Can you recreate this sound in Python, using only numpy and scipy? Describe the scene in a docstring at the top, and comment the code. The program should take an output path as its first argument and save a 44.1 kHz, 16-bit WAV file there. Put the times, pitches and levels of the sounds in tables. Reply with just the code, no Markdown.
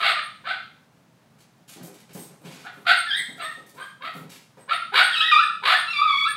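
"""Hoarse puppy barks break into high sliding yelps and squeals, with thin nasal whistles on many calls.
Paws thud and claws scrape wire and wall as it jumps up at its pen in a hard, echoing room; a faint hum lies under.
Barks: uneven vocal folds plus a chopped noise jet. Yelps: sliding harmonics plus hiss. Whistles: wavering sines.
Scrapes, thuds and hum: shaped noise. Voice and feet share one room of echoes and diffuse tail."""
import sys
import numpy as np
from scipy import signal
from scipy.fft import rfft, irfft, next_fast_len
from scipy.io import wavfile
from scipy.ndimage import uniform_filter1d, minimum_filter1d

SR = 44100
rng = np.random.default_rng(int(sys.argv[2]) if len(sys.argv) > 2 else 0)


def inscribe(sig):
    """Save sig as 16-bit PCM at rate SR to the path in sys.argv[1].

    A 1-D sig is mono; a 2-D sig holds one channel per row.
    Samples are clipped to [-1, 1] before scaling.
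    """
    pcm = np.round(np.clip(np.atleast_2d(sig).T, -1, 1) * 32767)
    wavfile.write(sys.argv[1], SR, pcm.astype(np.int16))


N = 280476  # samples

# Call and foot levels are before VOICE_GAIN_DB, FEET_GAIN_DB and the room.
# Barks. Each row: start in seconds, length in seconds, start pitch in Hz, end pitch in Hz, level in dB,
# roughness (about 0 to 1), mouth resonance in Hz.
BARKS = [(-.03, 0.18, 599.8, 666.3, -18.5, 0.87, 1127), (0.139, 0.076, 637.5, 603.5, -27, 0.31, 1320),
         (.436, 0.12, 441.7, 768, -25.5, 0.61, 1510), (2.636, 0.067, 593, 731, -35.5, 1.06, 1470),
         (2.85, 0.1, 619.6, 708.6, -12.5, 0.59, 1470), (3.374, 0.098, 715.3, 614.6, -30, 0.43, 1110),
         (3.754, 0.097, 424, 594, -38, 0.54, 1180), (4.001, .104, 472, 701, -29.5, 0.46, 1250),
         (4.676, .085, 461, 704, -22, 0.61, 1310), (4.917, .14, 351.2, 742.5, -14, 0.88, 1460),
         (5.619, 0.15, 399.4, 716.7, -15, 0.86, 1164)]
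# Drawn-out yelps, one curve each. Each row: time in seconds, pitch in Hz, level in dB, overtone strength in dB.
YELP_CURVES = [
    [(3.06, 1760, -32, -28), (3.09, 1750, -29, -3), (3.115, 1557, -21.5, -0.5), (3.145, 1805, -24, -8.5),
     (3.2, 2208, -32, -4)],
    [(5.085, 1930, -26.5, -23), (5.145, 1570, -25.5, 12), (5.16, 1286, -20, 7.5), (5.204, 1274, -16.5, 8),
     (5.212, 1598, -17.5, 9), (5.24, 1855, -23.5, -6), (5.275, 1930, -23.5, -3), (5.31, 1757, -28, 2),
     (5.318, 1235, -11.5, 1.5), (5.345, 1174, -12.5, -3), (5.385, 1317, -12.5, -7),
     (5.415, 1477, -16.5, -9)],
    [(5.87, 1366, -24.5, -1), (5.92, 1360, -31, 16), (5.94, 1180, -28.5, 7), (5.99, 1159, -16, -8),
     (6.042, 1290, -17.5, -16.5), (6.08, 1159, -17.5, -8), (6.14, 1085, -20, -9.5), (6.18, 1140, -24, 5),
     (6.23, 1115, -23, 1.5), (6.282, 1395, -16.5, -15.5)],
]
# Squeals breaking out of barks and yelps. Each row: start in seconds, length in seconds, pitch in Hz, level in dB.
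SQUEALS = [(0.071, 0.107, 1225, -32.5), (2.922, 0.058, 1382, -24), (3.422, 0.0646, 1846, -27.5),
           (3.796, 0.064, 1600, -33), (4.707, 0.032, 1362, -15), (4.999, 0.036, 1406, -14),
           (5.42, 0.0315, 1766, -23), (5.736, 0.043, 1760, -15.5), (6.269, 0.052, 1713, -24)]
# Nasal whistles, mostly as a call ends. Each row: start in seconds, mid pitch in Hz, level in dB.
WHISTLES = [(0.085, 8400, -45.5), (.22, 8800, -53.5), (2.182, 8380, -49.5), (2.961, 8630, -40),
            (3.161, 8630, -38.5), (3.184, 7900, -46), (3.415, 8360, -43), (3.796, 8550, -53.5),
            (4.59, 8300, -58.5), (4.722, 8960, -46), (5.029, 8590, -37), (5.425, 8530, -49.5),
            (5.767, 8740, -40.5), (6.279, 8680, -41)]
# Hardest claw strokes on wire and wall. Each row: start in seconds, length in seconds, level in dB,
# brightness in dB per octave.
SCRAPES = [(1.384, 0.06, -61, 0), (1.677, 0.095, -50, 1), (1.828, 0.055, -49.5, 7), (1.937, 0.11, -58.5, 0),
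           (2.09, 0.044, -53, -4), (2.127, 0.16, -50, 7), (2.442, .24, -49.5, -3.5),
           (3.662, 0.047, -56.5, 5), (4.134, 0.1, -57.5, 10.5), (4.292, 0.09, -50, -0.5)]
# Heaviest paw landings on floor and pen. Each row: start in seconds, level in dB, thud pitch in Hz.
PAW_LANDINGS = [(1.76, -44, 253), (1.809, -42, 173), (1.88, -47.5, 286), (2.15, -37.5, 220),
                (2.299, -49.5, 243), (2.438, -41, 186), (2.764, -48.5, 273), (3.285, -45, 205),
                (3.572, -48.5, 340), (4.149, -39.5, 200), (4.215, -44.5, 172), (4.57, -49.5, 500)]
# Throat and muzzle response in barks. Each row: frequency in Hz, gain in dB.
BARK_THROAT = [(150, -31.5), (380, -5), (570, -19), (745, -4.5), (920, -3), (1250, -0.5), (1800, 1.5),
               (2400, -0.5), (2900, -2), (3600, 1), (4500, -3.5), (5800, -34), (9000, -20), (12500, -24),
               (16000, -36.5)]
# Throat and muzzle response in yelps. 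Each row: frequency in Hz, gain in dB.
YELP_THROAT = [(900, -12.5), (1250, 3.5), (1800, -7.5), (2450, -3.5), (3500, -1.5), (4200, -14),
               (5000, -20.5), (6000, -39), (9500, -41), (15000, -51)]
# Spectrum of scraping claws. Each row: frequency in Hz, relative level in dB per Hz.
CLAW_SPECTRUM = [(30, -28), (200, -0.5), (700, -4.5), (1500, -1), (3000, 2.5), (6000, -1.5), (12000, -5),
                 (16000, -15)]
# Spectrum of the quiet room. Each row: frequency in Hz, relative level in dB per Hz.
HUM_SPECTRUM = [(25, -17.5), (50, -13.5), (80, -11), (125, 2.5), (210, 0.5), (350, -11.5), (700, -11),
                (1500, -17), (3000, -23.5), (6000, -28), (15500, -36.5)]
# Room decay. Each row: frequency in Hz, time to fall 60 dB in seconds.
ROOM_T60 = [(200, 0.22), (1000, 0.45), (3000, 0.51), (8000, 0.5), (15000, 0.19)]
# First echoes from floor and walls. Each row: delay in seconds, level in dB relative to the whole tail.
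ECHOES = [(.0013, -9.5), (.0041, -15), (.0073, -10.5), (0.0121, -13), (0.0191, -14.5)]

HUM_DB = -57.5
VOICE_GAIN_DB, FEET_GAIN_DB = 1.0, 2.0
TOP_HZ, PEAK_LIMIT = 15750, 0.72

# a harder bark is brighter
FULL_BARK_DB, FULL_BARK_TILT_DB_PER_OCTAVE, TILT_PER_LEVEL_DB = -15, 0.6, 0.21
BARK_CREST = 0.51  # loudest point, share of length
OPEN_S, MUFFLE_HZ = 0.033, 1390

# the yelping voice roughens as pitch climbs and as air runs out
CLEAN_HZ, CLEAN_DB = 1150, -17
YELP_ROUGH, ROUGH_PER_OCTAVE, ROUGH_PER_LOST_DB = 0.22, 0.4, 0.025

# a squeal slides up to its pitch as it swells, and creeps on upward as it fades
SQUEAL_SCOOP, SQUEAL_CREEP, SQUEAL_CREST = 0.0768, 0.03, 0.447  # shares of pitch, pitch and length
SQUEAL_EDGE_DB, SQUEAL_OVERTONE_DB = -15.5, -15.5

WHISTLE_S, WHISTLE_RISE_HZ = 0.045, 156.5

# light fidgeting against the pen; levels before the random force
FIDGET_START_S, FIDGET_END_S = 2.4, 4.3
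STEP_DB, STEP_HZ = -56.5, 260
RAKE_S, RAKE_DB, RAKE_TILT_DB_PER_OCTAVE = 0.17, -68.5, 5


def undb(db):
    """Decibels to gain."""
    return 10 ** (np.asarray(db) / 20)


def unit(x):
    """Scale to rms 1."""
    return x / np.sqrt(np.mean(x ** 2) + 1e-18)


def on_log(hz, points):
    """Read (Hz, value) points on a log-frequency axis."""
    f, value = np.transpose(points)
    return np.interp(np.log(hz + 1), np.log(f), value)


def colour(x, db_at):
    """Filter by a gain in dB that is a function of frequency."""
    size = next_fast_len(len(x) + 2048)
    hz = np.maximum(np.fft.rfftfreq(size, 1 / SR), 1)
    return irfft(rfft(x, size) * undb(db_at(hz)), size)[:len(x)]


def tilt(f, db_per_octave, pivot_hz):
    """A spectral slope, flat below 200 Hz."""
    return db_per_octave * np.log2(np.maximum(f, 200) / pivot_hz)


def wander(count, rate_hz):
    """Random motion: straight lines between normal draws made rate_hz times a second."""
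    knots = rng.standard_normal(8192)
    return np.interp(np.arange(count) / SR * rate_hz, np.arange(len(knots)), knots)


def progress(length_s):
    """Run from 0 to 1 over the length, in at least 64 samples."""
    return np.linspace(0, 1, max(int(length_s * SR), 64))


def add(track, start_s, sound):
    """Mix a sound in, trimming whatever falls outside the track."""
    start = int(start_s * SR)
    sound, start = sound[max(-start, 0):], max(start, 0)
    track[start:start + len(sound)] += sound[:max(N - start, 0)]


def room_hum():
    """Low-weighted noise with a slightly unsteady level."""
    noise = unit(colour(rng.standard_normal(N), lambda f: on_log(f, HUM_SPECTRUM)))
    return noise * undb(HUM_DB + 0.73 * wander(N, 18))


def bark(length_s, crest, start_hz, end_hz, rough, mouth_hz, tilt_db, jitter=0.1035, chaos=0.1472,
         shimmer=0.73, upper_db=1, rasp_db=1, rasp_hz=1200, mouth_db=7, mouth_width_hz=130, fall=0.49):
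    """One push of air: the pitch slides while the folds beat unevenly and chop a turbulent jet."""
    u = progress(length_s)
    count = len(u)
    crest = np.clip(crest, 0.1, 0.9)
    push = np.sin(np.pi * np.interp(u, [0, crest, 1], [0, 0.5, 1])).clip(0)
    # roughness grows with pressure
    strain = rough * push ** 0.16
    pitch_hz = end_hz + (start_hz - end_hz) * (1 - u) ** 2.2
    phase = 2 * np.pi * np.cumsum(pitch_hz * (1 + jitter * strain * wander(count, 501))) / SR
    # the bulk of the folds swings more steadily than their slapping edges
    swing = np.sin(phase) + np.sin(2 * phase)
    edge_phase = phase + 2 * np.pi * np.cumsum(pitch_hz * chaos * rough * wander(count, 600)) / SR
    slaps = unit(sum(np.sin(k * edge_phase) / k ** fall for k in range(3, 13)))
    slaps *= 1 + shimmer * wander(count, 453.9)

    def jet_db(f):
        return -10 * np.log10((1 + (rasp_hz / f) ** 2) * (1 + (f / 9000) ** 2))

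    def mouth_response_db(f):
        resonance_db = mouth_db / (1 + ((f - mouth_hz) / mouth_width_hz) ** 2)
        return on_log(f, BARK_THROAT) + tilt(f, tilt_db, mouth_hz) + resonance_db

    chopped = rng.standard_normal(count) * (1 + 0.28 * np.cos(edge_phase))
    rasp = undb(rasp_db) * strain * unit(colour(chopped, jet_db))
    source = swing + undb(upper_db) * push ** 0.4 * slaps + rasp
    source *= undb(5.4 * wander(count, 222.4))
    voice = colour(source, mouth_response_db)
    # the push sets the slow loudness; only quick flutter survives the levelling
    level = np.sqrt(uniform_filter1d(voice ** 2, size=900) + 1e-12)
    return voice / level * push ** 1.22


def opening(voice):
    """The mouth opens as a bark starts, so the treble arrives late."""
    closed = colour(voice, lambda f: -10 * np.log10(1 + (f / MUFFLE_HZ) ** 4))
    gape = np.minimum(np.arange(len(voice)) / SR / OPEN_S, 1)
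    return closed + gape * (voice - closed)


def yelp(curve, jitter=0.025, waver=0.01314, hiss_db=-17, flutter_db=4):
    """Tight folds sing a sliding stack of harmonics; strain makes it shake and hiss."""
    knot_s, *columns = np.transpose(curve)
    t = np.arange(knot_s[0], knot_s[-1], 1 / SR)
    count = len(t)
    hz, db, overtone_db = (np.interp(t, knot_s, column) for column in columns)
    climb = ROUGH_PER_OCTAVE * np.log2(hz / CLEAN_HZ)
    lost_air = ROUGH_PER_LOST_DB * (CLEAN_DB - db)
    rough = np.clip(YELP_ROUGH + climb + lost_air, 0, 1)
    hz = hz * (1 + jitter * rough * wander(count, 600) + waver * wander(count, 111.27))
    phase = 2 * np.pi * np.cumsum(hz) / SR
    # the folds close unevenly, so each overtone flutters
    gains = []
    for k in range(1, 13):
        flutter = overtone_db + flutter_db * wander(count, 141.2)
        gain_db = on_log(k * hz, YELP_THROAT) + flutter * (k > 1)
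        gains.append(undb(gain_db) * (k * hz < TOP_HZ))
    tone = sum(g * np.sin(k * phase) for k, g in enumerate(gains, 1))
    tone /= np.sqrt(sum(g ** 2 for g in gains) / 2)
    air = unit(colour(rng.standard_normal(count), lambda f: on_log(f, BARK_THROAT)))
    return (tone + undb(hiss_db) * rough * air) * undb(db) * signal.windows.tukey(count, 0.07)


def squeal_curve(start_s, length_s, hz, db):
    """A brief arch of the yelping voice, with the columns of a yelp curve."""
    crest_s = start_s + length_s * np.clip(SQUEAL_CREST, 0.1, 0.9)
    edge_db = db + SQUEAL_EDGE_DB
    return [(start_s, hz * (1 - SQUEAL_SCOOP), edge_db, SQUEAL_OVERTONE_DB),
            (crest_s, hz, db, SQUEAL_OVERTONE_DB),
            (start_s + length_s, hz * (1 + SQUEAL_CREEP), edge_db, SQUEAL_OVERTONE_DB)]


def whistle(length_s, start_hz, end_hz, waver=0.013, air_db=-12):
    """A thin, unsteady squeak through the nose, with a fringe of hiss."""
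    u = progress(length_s)
    hz = (start_hz + (end_hz - start_hz) * u) * (1 + waver * wander(len(u), 250))
    tone = unit(np.sin(2 * np.pi * np.cumsum(hz) / SR))
    air = unit(colour(rng.standard_normal(len(u)), lambda f: -16 * np.abs(np.log2(f / 11000))))
    return (tone + undb(air_db) * air) * np.sin(np.pi * u).clip(0) ** 0.19


def calls():
    """Barks coloured by their effort, yelps, squeals and nasal whistles."""
    dog = np.zeros(N)
    for start_s, length_s, start_hz, end_hz, db, rough, mouth_hz in BARKS:
        tilt_db = FULL_BARK_TILT_DB_PER_OCTAVE + TILT_PER_LEVEL_DB * (db - FULL_BARK_DB)
        voice = bark(length_s, BARK_CREST, start_hz, end_hz, rough, mouth_hz, tilt_db)
        add(dog, start_s, undb(db) * opening(voice))
    for curve in YELP_CURVES + [squeal_curve(*row) for row in SQUEALS]:
        add(dog, curve[0][0], yelp(curve))
    for start_s, hz, db in WHISTLES:
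        sound = whistle(WHISTLE_S, hz - WHISTLE_RISE_HZ / 2, hz + WHISTLE_RISE_HZ / 2)
        add(dog, start_s, undb(db) * sound)
    return dog


def scrape(length_s, tilt_db, grain_db=5, catch_db=4):
    """A claw catches and slips: a dense run of uneven ticks that dies away."""
    u = progress(length_s)
    roughness_db = grain_db * rng.standard_normal(len(u)) + catch_db * wander(len(u), 180)
    ticks = rng.standard_normal(len(u)) * undb(roughness_db)
    pressure = np.minimum(u / 0.064, 1) * (1 - u) ** 0.46
    return unit(colour(ticks * pressure, lambda f: on_log(f, CLAW_SPECTRUM) + tilt(f, tilt_db, 3000)))


def paw(hz, decay_s=0.054, slope_db=8):
    """A soft blow: a short, dull thud of decaying noise around one pitch."""
    t = np.arange(SR // 5) / SR

    def body_db(f):
        return -slope_db * np.abs(np.log2(f / hz)) - 10 * np.log10(1 + (110 / f) ** 6)

    return unit(colour(rng.standard_normal(len(t)), body_db)) * np.exp(-t / decay_s)


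def scrabbling(count=9, scatter_db=2):
    """Hard scrapes and landings, plus light, unevenly spaced steps that each start a short rake."""
    feet = np.zeros(N)
    for start_s, length_s, db, tilt_db in SCRAPES:
        add(feet, start_s, undb(db) * scrape(length_s, tilt_db))
    for start_s, db, hz in PAW_LANDINGS:
        add(feet, start_s, undb(db) * paw(hz))
    for k, (late, force) in enumerate(rng.random((count, 2))):
        start_s = np.interp(k + late, [0, count], [FIDGET_START_S, FIDGET_END_S])
        gain = undb(scatter_db * (2 * force + 0.5))
        add(feet, start_s, gain * undb(STEP_DB) * paw(STEP_HZ))
        add(feet, start_s, gain * undb(RAKE_DB) * scrape(RAKE_S, RAKE_TILT_DB_PER_OCTAVE))
    return feet


def room(x, direct_db=-2.0, build_s=0.0011):
    """Direct sound, a few hard echoes from floor and walls, and a diffuse tail decaying by band."""
    t = np.arange(SR) / SR
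    spectrum, f = rfft(rng.standard_normal(SR)), np.fft.rfftfreq(SR, 1 / SR)
    centres_hz = np.geomspace(125, 16000, 8)
    tail = np.zeros(SR)
    for hz in centres_hz:
        # overlapping triangular bands on a log axis
        weight = on_log(f, np.c_[centres_hz, centres_hz == hz])
        tail += irfft(spectrum * weight, SR) * np.exp(-np.log(1000) * t / on_log(hz, ROOM_T60))
    tail *= 1 - np.exp(-t / build_s)
    response = tail / np.linalg.norm(tail)
    response[0] += undb(direct_db)
    for delay_s, db in ECHOES:
        response[int(delay_s * SR)] += undb(db)
    return signal.fftconvolve(x, response / np.linalg.norm(response))[:N]


def scene():
    """Voice and feet share the room; the hum lies under them."""
    puppy = undb(VOICE_GAIN_DB) * calls() + undb(FEET_GAIN_DB) * scrabbling()
    return (room(puppy) + room_hum())[None]


def record(dry, bass_hz=95):
    """Thin the deep bass, limit the loudest peaks with a smoothed gain, and cut the top steeply."""
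    thin = signal.sosfilt(signal.butter(2, bass_hz, "high", fs=SR, output="sos"), dry)
    peak_gain = PEAK_LIMIT / np.maximum(np.abs(thin), PEAK_LIMIT)
    gain = uniform_filter1d(minimum_filter1d(peak_gain, size=100), size=100)
    top_cut = signal.ellip(10, 0.2, 80, TOP_HZ, fs=SR, output="sos")
    return signal.sosfilt(top_cut, thin * gain)


dry = scene()
out = record(dry)
inscribe(out)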